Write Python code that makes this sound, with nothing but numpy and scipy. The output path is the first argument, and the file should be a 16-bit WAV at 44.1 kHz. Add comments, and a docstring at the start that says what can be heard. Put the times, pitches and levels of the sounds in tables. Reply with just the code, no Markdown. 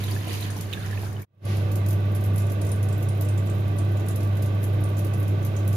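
"""Water in a tiled kitchen, from two microphone positions. At the steel sink it is tipped from a plastic
tub: the basin drums, bubbles gurgle, spray fizzes and a few drops spatter. The sound drops out for a
moment and resumes at a coffee machine, where a soft wash gives way to a thin dribble that ticks and
plinks in the room. Behind both, off to the right and louder at the machine, a motor hums at twice the
mains frequency over a low, resonant whirr."""
import sys
import numpy as np
from scipy import signal
from scipy.fft import rfft, irfft, next_fast_len
from scipy.io import wavfile
from scipy.ndimage import map_coordinates

SR = 44100
rng = np.random.default_rng(int(sys.argv[2]) if len(sys.argv) > 2 else 0)


def output_pcm(signal):
    """Save a mono or channel-first signal as 16-bit PCM at the path in sys.argv[1].

    Samples are clipped to [-1, 1] before scaling.
    """
    pcm = np.clip(np.atleast_2d(signal).T, -1, 1) * 32767
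    wavfile.write(sys.argv[1], SR, np.round(pcm).astype(np.int16))


N = 254016

# decay of the tiled room: (frequency [Hz], t60 [s])
ROOM_DECAY = [(300, 0.23), (4000, 0.15), (9000, 0.21), (15000, 0.085)]
# how alike the two microphone channels are: (frequency [Hz], correlation [0-1])
COHERENCE = [(30, 0.89), (60, 0.88), (130, 1), (260, 0.58), (450, 1), (720, 0.99), (900, 0.071),
             (2000, 0.42), (3200, 0.11), (6000, 0.058)]
# the machine stands to the right, so that channel leads: (frequency [Hz], phase lead [rad])
RIGHT_LEAD = [(120, 0.35), (200, 0.27), (450, 0.9), (750, 1.58), (1200, 2.44), (2400, 5.26), (4000, 5.9)]
# the hum comes and goes at the sink, louder and steadier at the machine: (time [s], level [dB])
HUM_LEVEL = [(0, -29.5), (.16, -26.5), (.27, -35), (.44, -30), (.7, -31), (.8, -33), (.92, -30),
             (1.2, -31.5), (1.5, -22), (2.4, -23), (3.3, -22.5), (4.1, -23), (4.8, -22.5), (5.4, -22.5),
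             (5.52, -24.5), (5.65, -21)]
# the hum's partials: (harmonic [number], relative level [dB])
HUM_HARMONICS = [(1, 1.5), (2, -19), (3, -54), (8, -61)]
# spectrum of the moving air: (frequency [Hz], relative level [dB])
AIR_SPECTRUM = [(20, -37), (45, -8.5), (62, -8), (82, 3), (140, 1), (210, -2.5), (255, -8.5), (380, -7),
                (680, -18), (850, -15), (2000, -25.5), (4500, -33.5), (8000, -40.5), (15000, -36)]
# low, narrow resonant peaks in the motor's whirr and the room:
# (frequency [Hz], width [Hz], relative level [dB])
LOW_PEAKS = [(41.8, 6, -13), (72.5, 5.5, -16.5), (81.4, 3.4, -3), (129.7, 9.1, 3.5), (139.4, 3.6, -16),
             (159.8, 9.3, -1), (183.6, 12.4, -8), (213.9, 3.7, -4), (244.6, 5.7, -9.5), (295, 19, -9.5),
             (303.6, 18, -8.5), (339, 16, -7.5), (357.3, 11, -9), (393, 24, -14), (422, 35, -16),
             (494, 64, -15), (564, 44, -16.5), (601, 72, -14.5), (666, 102, -17.5)]
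# hollow ringing of the housing: (frequency [Hz], width [Hz], relative level [dB])
HOUSING_MODES = [(1155, 75, 1.5), (1496, 55, -2.5), (1585, 84, -6.5), (1600, 65, -36), (1760, 32, -9),
                 (1965, 125, -8.5), (2102, 61, -7), (2290, 120, -14.5), (2503, 220, -10.5),
                 (2670, 130, -10.5), (3140, 700, -15.5), (3580, 120, -14.5), (3905, 220, -15)]
# spectrum of the soft wash: (frequency [Hz], relative level [dB])
WASH_SPECTRUM = [(700, -12), (2000, 5.5), (5000, -0.5), (8000, -9.5), (11500, 1), (15000, -24)]
# the stream surges twice and thins as the tub empties, in relative levels:
# (time [s], gurgle [dB], spray [dB], burble [dB], drumming [dB])
POUR_LEVELS = [(0, -41.5, -49, -57, -46), (.16, -43, -44.5, -53, -42), (.24, -43.5, -49, -50, -42),
               (.33, -38.5, -43.5, -60, -40), (.43, -40, -43.5, -55, -44.5), (.49, -45, -52, -50, -43),
               (.56, -47, -48.5, -54.5, -43.5), (.69, -48.5, -53, -55, -55), (.8, -45, -49, -46, -59),
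               (.87, -46.5, -53, -47.5, -47), (.99, -47.5, -52.5, -56, -52), (1.05, -47.5, -46, -52, -57),
               (1.17, -70, -61, -56, -63), (1.22, -52, -51, -53, -44)]
# resonances of the steel basin: (frequency [Hz], width [Hz], relative level [dB])
BASIN_MODES = [(237, 63, -0.5), (338, 99, -6), (457, 78, -7.5), (710, 98, -10.5), (1000, 170, -11.5)]
# colour of the gurgling bubbles: (frequency [Hz], gain [dB])
GURGLE_COLOUR = [(200, -13.5), (450, -25), (800, -9), (1300, -7.5), (1650, -7.5), (2000, -0.5), (2700, 2),
                 (3800, 4), (4700, 4), (8000, -27)]
# colour of the fine spray: (frequency [Hz], gain [dB])
SPRAY_COLOUR = [(2000, -20), (4000, -6.5), (6500, 0), (8000, -2.5), (9500, 4), (12000, 9), (15500, 2)]
# large bubbles in the sink: (time [s], relative level [dB], pitch [Hz], t60 [s], left-right [dB])
LARGE_BUBBLES = [(0.039, -25, 3790, 0.0079, -1), (0.083, -32.5, 3360, .008, -5),
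                 (0.117, -27, 4620, 0.0072, 0), (0.163, -30, 1690, 0.026, -10),
                 (0.272, -27.5, 614, 0.021, -1), (0.295, -32, 3660, 0.0088, -9),
                 (0.306, -34, 1920, .02, -7), (0.388, -37, 2000, .016, -3), (0.427, -28, 3880, 0.0074, -12),
                 (0.499, -34, 1690, 0.02, 0), (0.565, -31.5, 860, 0.034, -6),
                 (0.728, -27, 2960, 0.007, -14), (0.728, -28.5, 3900, 0.0065, -12),
                 (0.7345, -23.5, 2730, 0.0062, -16), (0.7358, -20, 3630, .009, -9),
                 (0.773, -32, 1630, 0.035, -5), (0.823, -37, 3570, .02, -10), (0.84, -34, 1510, 0.028, 1),
                 (0.911, -35.5, 1750, .025, -11), (0.928, -32, 1720, 0.031, -10),
                 (0.974, -35, 1760, 0.028, -7), (0.975, -31, 2550, 0.011, -11),
                 (1.033, -26, 780, 0.011, 0.5), (1.054, -39.5, 1340, 0.041, 3), (1.065, -33, 1560, .035, 1),
                 (1.166, -36.5, 2910, 0.013, -3.5), (1.229, -36, 2270, 0.027, -14)]
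# the loudest drops bursting on a hard wet surface: (time [s], relative level [dB], ring pitch [Hz],
# ring gain [dB], treble tilt [dB/octave], t60 [s], left-right [dB])
LOUD_DROPS = [(0.0356, -36.5, 12200.0, 3.5, -0.5, 0.024, 7), (0.1096, -42, 5500.0, 0.0, 1, 0.015, 11),
              (0.2776, -44, 9300.0, 10.0, -6.0, 0.017, 10), (0.3276, -37, 5470, 11.0, 7.5, 0.037, 7),
              (0.4051, -37.5, 12100.0, 3, -2, 0.027, 5.0), (0.5012, -39.5, 9700.0, -1, -9.5, 0.055, 5),
              (0.5644, -38.5, 5800.0, 12, 7, 0.009, 6.0), (0.5758, -40, 5500.0, 10, 5, 0.008, -1.0),
              (0.6082, -32, 11640, 1.5, -3.5, 0.01, 2.5), (0.73, -35, 6000.0, 11.0, 7, 0.008, 4.5),
              (0.8588, -41.5, 5600.0, 12, 0.5, 0.021, -1), (0.9083, -44, 5500.0, -2, -5, 0.019, 3.0),
              (1.1273, -48.5, 5500.0, 2.0, -3, 0.008, 11), (1.217, -35.5, 13300.0, 7.5, 3, 0.02, 3),
              (1.4486, -38, 10800.0, 11.0, -3.0, 0.025, 0), (1.5531, -44, 12700.0, 2.0, 10.0, 0.052, -3.0),
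              (1.5671, -43, 11400.0, 0, -5, 0.043, 1), (1.7144, -37, 14150, 3.0, 0, 0.058, -0.5),
              (1.7536, -33.5, 12700.0, -2, 0.5, 0.044, 0.0), (1.8605, -37, 12900.0, -0.5, -1.5, 0.018, 0),
              (1.8833, -33.0, 11800.0, -1, 3.5, 0.057, 0.0), (1.9042, -37.5, 13200.0, 3.0, -2, 0.062, -1),
              (1.9267, -37, 12300.0, 12, -0.5, 0.049, 0.0), (2.1146, -44.5, 12300.0, 1, 12, 0.055, -3.0),
              (2.1471, -37, 11200.0, 11.0, 1, 0.058, 1.5), (2.1577, -41, 12200.0, 2, -3, 0.05, -0.5),
              (2.2055, -43, 14500.0, 0.0, 3, 0.063, 0), (2.2361, -36.5, 11500.0, 8.0, 1.0, 0.053, 0),
              (2.2574, -40.5, 13400.0, 1.0, 3.5, 0.055, 0.0), (2.3347, -45.5, 11800.0, 5, 12, 0.055, -3.0),
              (2.357, -36.5, 11100.0, 12, 2, 0.06, 1.0), (2.3772, -35, 11600, 8.0, -3, 0.062, -1),
              (2.3975, -42, 12400.0, 0.0, -4, 0.056, -1.5), (2.4169, -44.0, 8000.0, 0, -2.0, 0.059, 1.0),
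              (2.4635, -46, 8000.0, -2, -3.0, 0.069, 3), (2.496, -43, 11000.0, 0.0, -5, 0.07, 0),
              (2.5168, -37.5, 12000.0, 5.0, -0.5, 0.056, 1.0), (2.6127, -37, 9200.0, 5, -5.0, 0.052, 1),
              (2.6458, -41.5, 14300.0, 5.0, -4, 0.057, -1.5), (2.665, -41.5, 8600.0, 4.0, -5.0, 0.056, 1.0),
              (2.6886, -44, 11300.0, 5, -8, 0.059, 3), (2.7143, -34, 9500, 10, -2.5, 0.042, 2),
              (2.7559, -46, 7400.0, 5.0, 7.0, 0.065, 2.0), (2.8262, -39, 11000.0, 6, -3.5, 0.061, 1),
              (2.8847, -41, 8900.0, 7, -3.5, 0.051, 0), (2.9238, -41.0, 7900.0, 8, 0, 0.061, 2),
              (2.9758, -42.5, 13800.0, -1, 6, 0.059, -1), (3.0056, -44, 14500.0, -1, 10.0, 0.06, -2),
              (3.0246, -37.0, 13700.0, -1, 1, 0.036, 1), (3.0846, -38, 9200.0, 11, -2.5, 0.05, 1.0),
              (3.148, -50.5, 12500.0, -1, 0.0, 0.04, 1), (3.2073, -34, 12400.0, 11.0, -1.5, 0.068, -3),
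              (3.217, -39.0, 13700.0, -1, 0, 0.048, 4.0), (3.2468, -43.5, 7700.0, 1, 1, 0.056, 1),
              (3.2846, -38, 8650, 10, -4.0, 0.051, 0.0), (3.3746, -40.0, 7600.0, 8.0, 1, 0.044, 0.5),
              (3.4561, -46.0, 12900.0, 0.0, 8.0, 0.064, -2.0), (3.4681, -46, 7700.0, 6.0, -5, 0.046, 1.0),
              (3.4957, -42.5, 8100.0, 10, -3, 0.046, 1), (3.548, -47.5, 12500.0, 0.0, 2.0, 0.05, 2),
              (3.5939, -44.5, 12700.0, 0.0, 10.0, 0.058, 0.0),
              (3.6774, -46.5, 11500.0, 0.5, -1, 0.035, 0.0), (3.7627, -46.5, 12700.0, 4, 12, 0.055, -1.0),
              (3.7831, -39, 8700.0, 8, -6.0, 0.054, 1), (3.917, -47.5, 12300.0, 0.0, 6, 0.033, -3),
              (3.9673, -42.5, 6800.0, 12.5, 9.5, 0.069, 0), (3.9945, -46.5, 13400.0, 3.0, -8, 0.045, -1.0),
              (4.0586, -46.0, 7300.0, 0.0, 3, 0.065, 0), (4.0827, -34, 10800.0, 8.0, -2.5, 0.049, 0.5),
              (4.1053, -42.5, 7400.0, 11.0, 3, 0.059, 0.5), (4.1568, -35.5, 11500.0, 12, -4.0, 0.039, 1),
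              (4.2022, -45, 12700.0, 1.0, -9, 0.069, -1.0), (4.227, -43.5, 11700.0, 0.0, -3, 0.052, 0.0),
              (4.2452, -46, 14100.0, 1, 4, 0.033, 0.5), (4.3675, -43, 11800.0, 0.0, -3.0, 0.045, -0.5),
              (4.4211, -36.5, 13500.0, 0, -1, 0.077, 0.0), (4.4568, -43.0, 11400.0, -1, -3.5, 0.058, 1.0),
              (4.617, -48, 13500.0, 3.0, 7, 0.03, -1), (4.628, -38, 11900.0, 6.0, 1, 0.065, -0.5),
              (4.6383, -33.5, 11300.0, 9, 2, 0.022, 3.0), (4.6765, -46, 12500.0, 0.0, 12, 0.055, 0.0),
              (4.728, -49.5, 12500.0, 0.5, 3.5, 0.027, 2), (4.8032, -43, 12000.0, 0.0, 11, 0.051, -1.5),
              (4.8354, -39, 9300, 11.5, -4, 0.044, 1.5), (4.8859, -46, 11600.0, 0.0, 1.5, 0.058, 1.5),
              (4.9668, -43.5, 7300.0, 7.0, -3, 0.058, -0.5), (4.9783, -41, 12900.0, 2.5, -1.0, 0.062, -1.0),
              (4.9878, -38, 12300.0, 7.0, -2.0, 0.048, -1), (5.044, -35.5, 12500.0, -2, 2.5, 0.038, -1.0),
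              (5.066, -44, 14100.0, 3.0, -1, 0.051, 2), (5.1337, -41.0, 10600.0, -2, -4, 0.058, 2),
              (5.1734, -41.5, 12400.0, 0.5, 11, 0.065, -0.5),
              (5.1958, -37.5, 11300.0, 0.0, 12, 0.054, -0.5), (5.2269, -43.5, 12300.0, 0.0, 0.5, 0.057, 2),
              (5.2774, -41.5, 11800.0, 5.0, -1.5, 0.052, 0), (5.425, -45, 6300.0, 12, 7.0, 0.052, -1.5),
              (5.4467, -34, 12100.0, 12, -0.5, 0.049, 1), (5.4613, -42.5, 11100.0, 1.0, -4, 0.054, 0.5),
              (5.5626, -40.5, 6500.0, 12, -6, 0.039, -1.5), (5.5848, -44.0, 6500.0, 13, 9.0, 0.057, 0),
              (5.6746, -31, 11100, -2.5, 6.5, 0.035, -1), (5.7259, -39.5, 12300.0, -1, -3.5, 0.072, 2),
              (5.7489, -40.5, 11900.0, -1, -3, 0.054, 1)]
# spectrum of a bursting drop: (frequency [Hz], relative level [dB])
DROP_SPECTRUM = [(1500, -38), (4000, -7.5), (5300, -6.5), (6700, -3), (8000, -3), (9000, 0), (11300, 1),
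                 (13800, -0.5), (15500, -2.5)]
# the drop-out between the two positions: (time [s], gain [dB])
DROPOUT = [(1.2, 0), (1.225, -7.5), (1.248, -18), (1.258, -50.5), (1.35, -36), (1.405, -30), (1.43, -17),
           (1.46, -5.5), (1.51, -1.5)]
# treble notch of the microphone port: (frequency [Hz], gain [dB])
MIC_PORT = [(7100, 1), (7950, -7), (8800, -2)]

CUT_S, TOP_HZ = 1.26, 15600  # the move from sink to machine; the band limit
HUM_HZ, WHINE_HZ = 100, 759
SWELL_DB, SWELL_PERIOD_S, SWELL_CREST_S = 0.8, 0.488, 2.376  # the hum swells and ebbs
WASH_S, WASH_ATTACK_S, WASH_HOLD_S, WASH_DB, WASH_FALL_DB_PER_S = 1.318, 0.16, 0.051, -42.5, 75
DROP_ATTACK_S, BURST_T60_S, RING_WIDTH_HZ, TILT_FROM_HZ = 0.003, 0.031, 1350, 6500
FAINT_DROPS_PER_S = 30
TIME = np.arange(N) / SR


def amp(db):
    """Decibels to gain."""
    return 10 ** (np.asarray(db) / 20)


def unit(x):
    """Scale to rms 1."""
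    return x / np.sqrt(np.mean(x ** 2) + 1e-20)


def along(points, hz):
    """(frequency [Hz], value) points read on a log axis."""
    freqs, values = np.transpose(points)
    return np.interp(np.log(hz + 1), np.log(freqs), values)


def curves(rows):
    """One value per sample for each column after the time."""
    times, *columns = np.transpose(rows)
    return [np.interp(TIME, times, column) for column in columns]


def by_position(at_sink, at_machine):
    """One value per sample, for wherever the microphone stands."""
    return np.where(TIME < CUT_S, at_sink, at_machine)


def wobble(rate):
    """A smooth random curve, rate knots a second."""
    return map_coordinates(rng.standard_normal(int(N * rate / SR) + 4), [TIME * rate])


def filtered(x, response):
    """Filter x by a function of frequency."""
    size = x.shape[-1]
    padded = next_fast_len(size + 8192)
    return irfft(rfft(x, padded) * response(np.fft.rfftfreq(padded, 1 / SR)), padded)[..., :size]


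def shape(points):
    """The response through (frequency [Hz], gain [dB]) points."""
    return lambda hz: amp(along(points, hz))


def resonances(modes):
    """The joint magnitude response of modes with steep skirts."""
    def mode(hz, centre, width, db):
        return amp(db) * np.abs(hz * width / (centre ** 2 - hz ** 2 + 1j * hz * width)) ** 2
    return lambda hz: np.sqrt(sum(mode(hz, *row) ** 2 for row in modes))


def panned(pan_db):
    """Left and right gains, pan_db apart; positive is left."""
    return amp(np.vstack([pan_db / 2, -pan_db / 2]))


def add(track, s, sound):
    """Mix a short stereo sound in at time s."""
    part = track[:, round(s * SR):][:, :sound.shape[-1]]
    part += sound[:, :part.shape[-1]]


def rush(response):
    """Noise of rms 1 from the right: alike in both channels in the bass, diffuse in the treble."""
    def mid_and_side(hz):
        angle = np.arccos(np.clip(along(COHERENCE, hz), -1, 1)) / 2
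        return response(hz) * np.array([np.cos(angle), np.sin(angle)])
    mid, side = filtered(rng.standard_normal((2, N)), mid_and_side)
    lead = lambda hz: np.exp(1j * along(RIGHT_LEAD, hz) * np.array([[-.5], [.5]]))
    return unit(filtered(np.array([mid + side, mid - side]), lead))


def tiled_room(x):
    """The short reverberation off the tiles; the highest treble dies first."""
    hz, t, noise = signal.stft(rng.standard_normal((2, SR // 2)), SR, nperseg=256)
    tail = signal.istft(noise * amp(-60 * t / along(ROOM_DECAY, hz)[:, None]), SR, nperseg=256)[1]
    return signal.fftconvolve(x, tail / np.linalg.norm(tail[0]), axes=1)[:, :N]


def motor_hum():
    """A mains-locked hum that swells slowly and wavers at random, more so from the sink."""
    swell_db = SWELL_DB * np.cos(2 * np.pi * (TIME - SWELL_CREST_S) / SWELL_PERIOD_S)
    waver_db = by_position(1, 0.65) * wobble(20)
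    phase = 2 * np.pi * HUM_HZ * TIME + 0.029 * wobble(13)
    hum = sum(amp(db) * np.sin(k * phase + rng.uniform(0, 2 * np.pi)) for k, db in HUM_HARMONICS)
    level_db = curves(HUM_LEVEL)[0] + swell_db + waver_db
    return amp(level_db) * unit(hum) * panned(by_position(-2.5, -1.13))


def motor_whirr():
    """A whirr of air with low, narrow peaks, a hollow ring from the housing and a faint whine."""
    air = amp(by_position(-39, -35)) * rush(shape(AIR_SPECTRUM)) * panned(-0.43)
    peaks = amp(by_position(-43.5, -33.5)) * rush(resonances(LOW_PEAKS)) * panned(-1.5)
    housing = amp(by_position(-62.5, -50)) * rush(resonances(HOUSING_MODES)) * panned(-14.5)
    whine_db = by_position(-59.5, -54) + 1.5 * wobble(6.6)
    whine = amp(whine_db) * np.sin(2 * np.pi * WHINE_HZ * TIME + 0.65 * wobble(4))
    return air + peaks + housing + whine


def wash():
    """At the machine, a soft rush of water rises, holds briefly and dies away."""
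    t = TIME - WASH_S
    rise = np.clip(t / WASH_ATTACK_S, 0, 1) ** 2
    fall_db = WASH_FALL_DB_PER_S * np.maximum(t - WASH_ATTACK_S - WASH_HOLD_S, 0)
    return rise * amp(WASH_DB - fall_db) * rush(shape(WASH_SPECTRUM))


def bubbles(count, centre_hz, spread, cycles, size_db):
    """A stereo swarm of small damped bubbles in the sink, of rms 1 until the cut."""
    t, span = np.arange(900) / SR, round(CUT_S * SR)
    start = rng.integers(0, span, count)
    hz = np.minimum(centre_hz * np.exp(spread * rng.standard_normal(count)), TOP_HZ)
    gain = amp(size_db * np.minimum(rng.exponential(1, count), 4))
    angle = rng.uniform(0, 2 * np.pi, count)[:, None]
    periods = hz[:, None] * t
    rings = gain[:, None] * np.sin(2 * np.pi * periods) * np.exp(-periods / cycles) * (1 - t / t[-1])
    where = (start[:, None] + np.arange(len(t))).ravel()
    swarm = [np.bincount(where, (rings * side).ravel(), span)[:span]
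             for side in (np.cos(angle), np.sin(angle))]
    return np.pad(unit(np.array(swarm)), ((0, 0), (0, N - span)))


def glug(hz, t60, attack_s=0.0008, rise=0.05, scatter=0.045, walls_t60=0.042):
    """One large bubble with peak 1: its pitch climbs as it dies, and close walls smear it."""
    t = np.arange(SR // 12) / SR
    phase = 2 * np.pi * hz * t * (1 + rise * np.minimum(t / t60, 1))
    ring = np.sin(phase) * amp(-60 * t / t60) * (1 - np.exp(-t / attack_s))
    walls = rng.standard_normal((2, len(t))) * amp(-60 * t / walls_t60) * scatter
    walls[:, 0] += 1  # the direct path to the microphone
    sound = signal.fftconvolve(ring[None], walls, axes=1)[:, :len(t)]
    return sound / np.abs(sound).max()


def pour():
    """At the sink, water hits steel: the basin drums, bubbles gurgle, spray fizzes, the pool burbles."""
    slosh_db = 1.2 * wobble(19.5)
    gurgle_db, spray_db, burble_db, drum_db = curves(POUR_LEVELS) + slosh_db
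    gurgle = bubbles(count=5500, centre_hz=2417, spread=0.637, cycles=6.7, size_db=0.5)
    spray = bubbles(count=5200, centre_hz=8070, spread=0.42, cycles=4.2, size_db=2.0)
    burble = bubbles(count=450, centre_hz=1707, spread=0.14, cycles=9, size_db=1.5)
    water = by_position(amp(drum_db), 0) * rush(resonances(BASIN_MODES))
    water += amp(gurgle_db - 2) * filtered(gurgle, shape(GURGLE_COLOUR)) * panned(-5.5)
    water += amp(spray_db) * filtered(spray, shape(SPRAY_COLOUR)) * panned(1.6)
    water += amp(burble_db) * burble * panned(-1)
    glugs = np.zeros((2, N))
    for s, db, hz, t60, pan_db in LARGE_BUBBLES:
        add(glugs, s, amp(db - 5) * panned(pan_db) * glug(hz, t60))
    return water + glugs + amp(-8) * tiled_room(water + amp(-3) * glugs)


def faint_drops():
    """Small drops at uneven intervals at the machine, in rows like LOUD_DROPS."""
    draws = rng.standard_normal((round(FAINT_DROPS_PER_S * (N / SR - CUT_S)), 4))
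    rows = []
    for k, (jitter, size, pitch, side) in enumerate(draws, 1):
        s = CUT_S + (k + jitter / 2) / FAINT_DROPS_PER_S
        db = -57 + 6 * min(size, 1)
        hz = 12500 * 2 ** (0.15 * pitch)
        rows.append((s, db, hz, 2, 0, 0.03, 4.5 * side))
    return rows


def drop_envelope(t, t60):
    """A rounded rise and an exponential fall, with peak 1."""
    envelope = (1 - np.exp(-(t / DROP_ATTACK_S) ** 2)) * amp(-60 * t / t60)
    return envelope / envelope.max()


def dribble():
    """Drops tick and spatter, a few at the sink and most at the machine; trapped bubbles give pitch."""
    drops, t = np.zeros((2, N)), np.arange(SR // 12) / SR
    for s, db, hz, ring_db, tilt_db, t60, pan_db in np.vstack([LOUD_DROPS, faint_drops()]):
        droplets = rng.standard_normal((2, len(t)))
        droplets *= amp(4.5 * rng.standard_normal(len(t)))  # droplets of uneven size
        broad = lambda f: shape(DROP_SPECTRUM)(f) * amp(tilt_db * np.log2(np.maximum(f / TILT_FROM_HZ, 1)))
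        pitched = lambda f: broad(f) * (0.5 + resonances([(hz, RING_WIDTH_HZ, ring_db)])(f))
        burst = amp(-8.5) * unit(filtered(droplets, broad)) * drop_envelope(t, BURST_T60_S)
        spatter = amp(-2) * unit(filtered(droplets, pitched)) * drop_envelope(t, t60)
        add(drops, s, amp(db) * panned(pan_db) * (burst + spatter))
    return drops + amp(-2) * tiled_room(drops)


def scene():
    """The motor behind, the water in front: first at the sink, then at the machine."""
    return motor_hum() + motor_whirr() + pour() + wash() + dribble()


def record(dry):
    """The sound drops out between positions; the microphone port colours it, up to the band limit."""
    faded = dry * amp(curves(DROPOUT)[0])
    return filtered(faded, lambda hz: shape(MIC_PORT)(hz) * (hz < TOP_HZ))


dry = scene()
out = record(dry)
output_pcm(out)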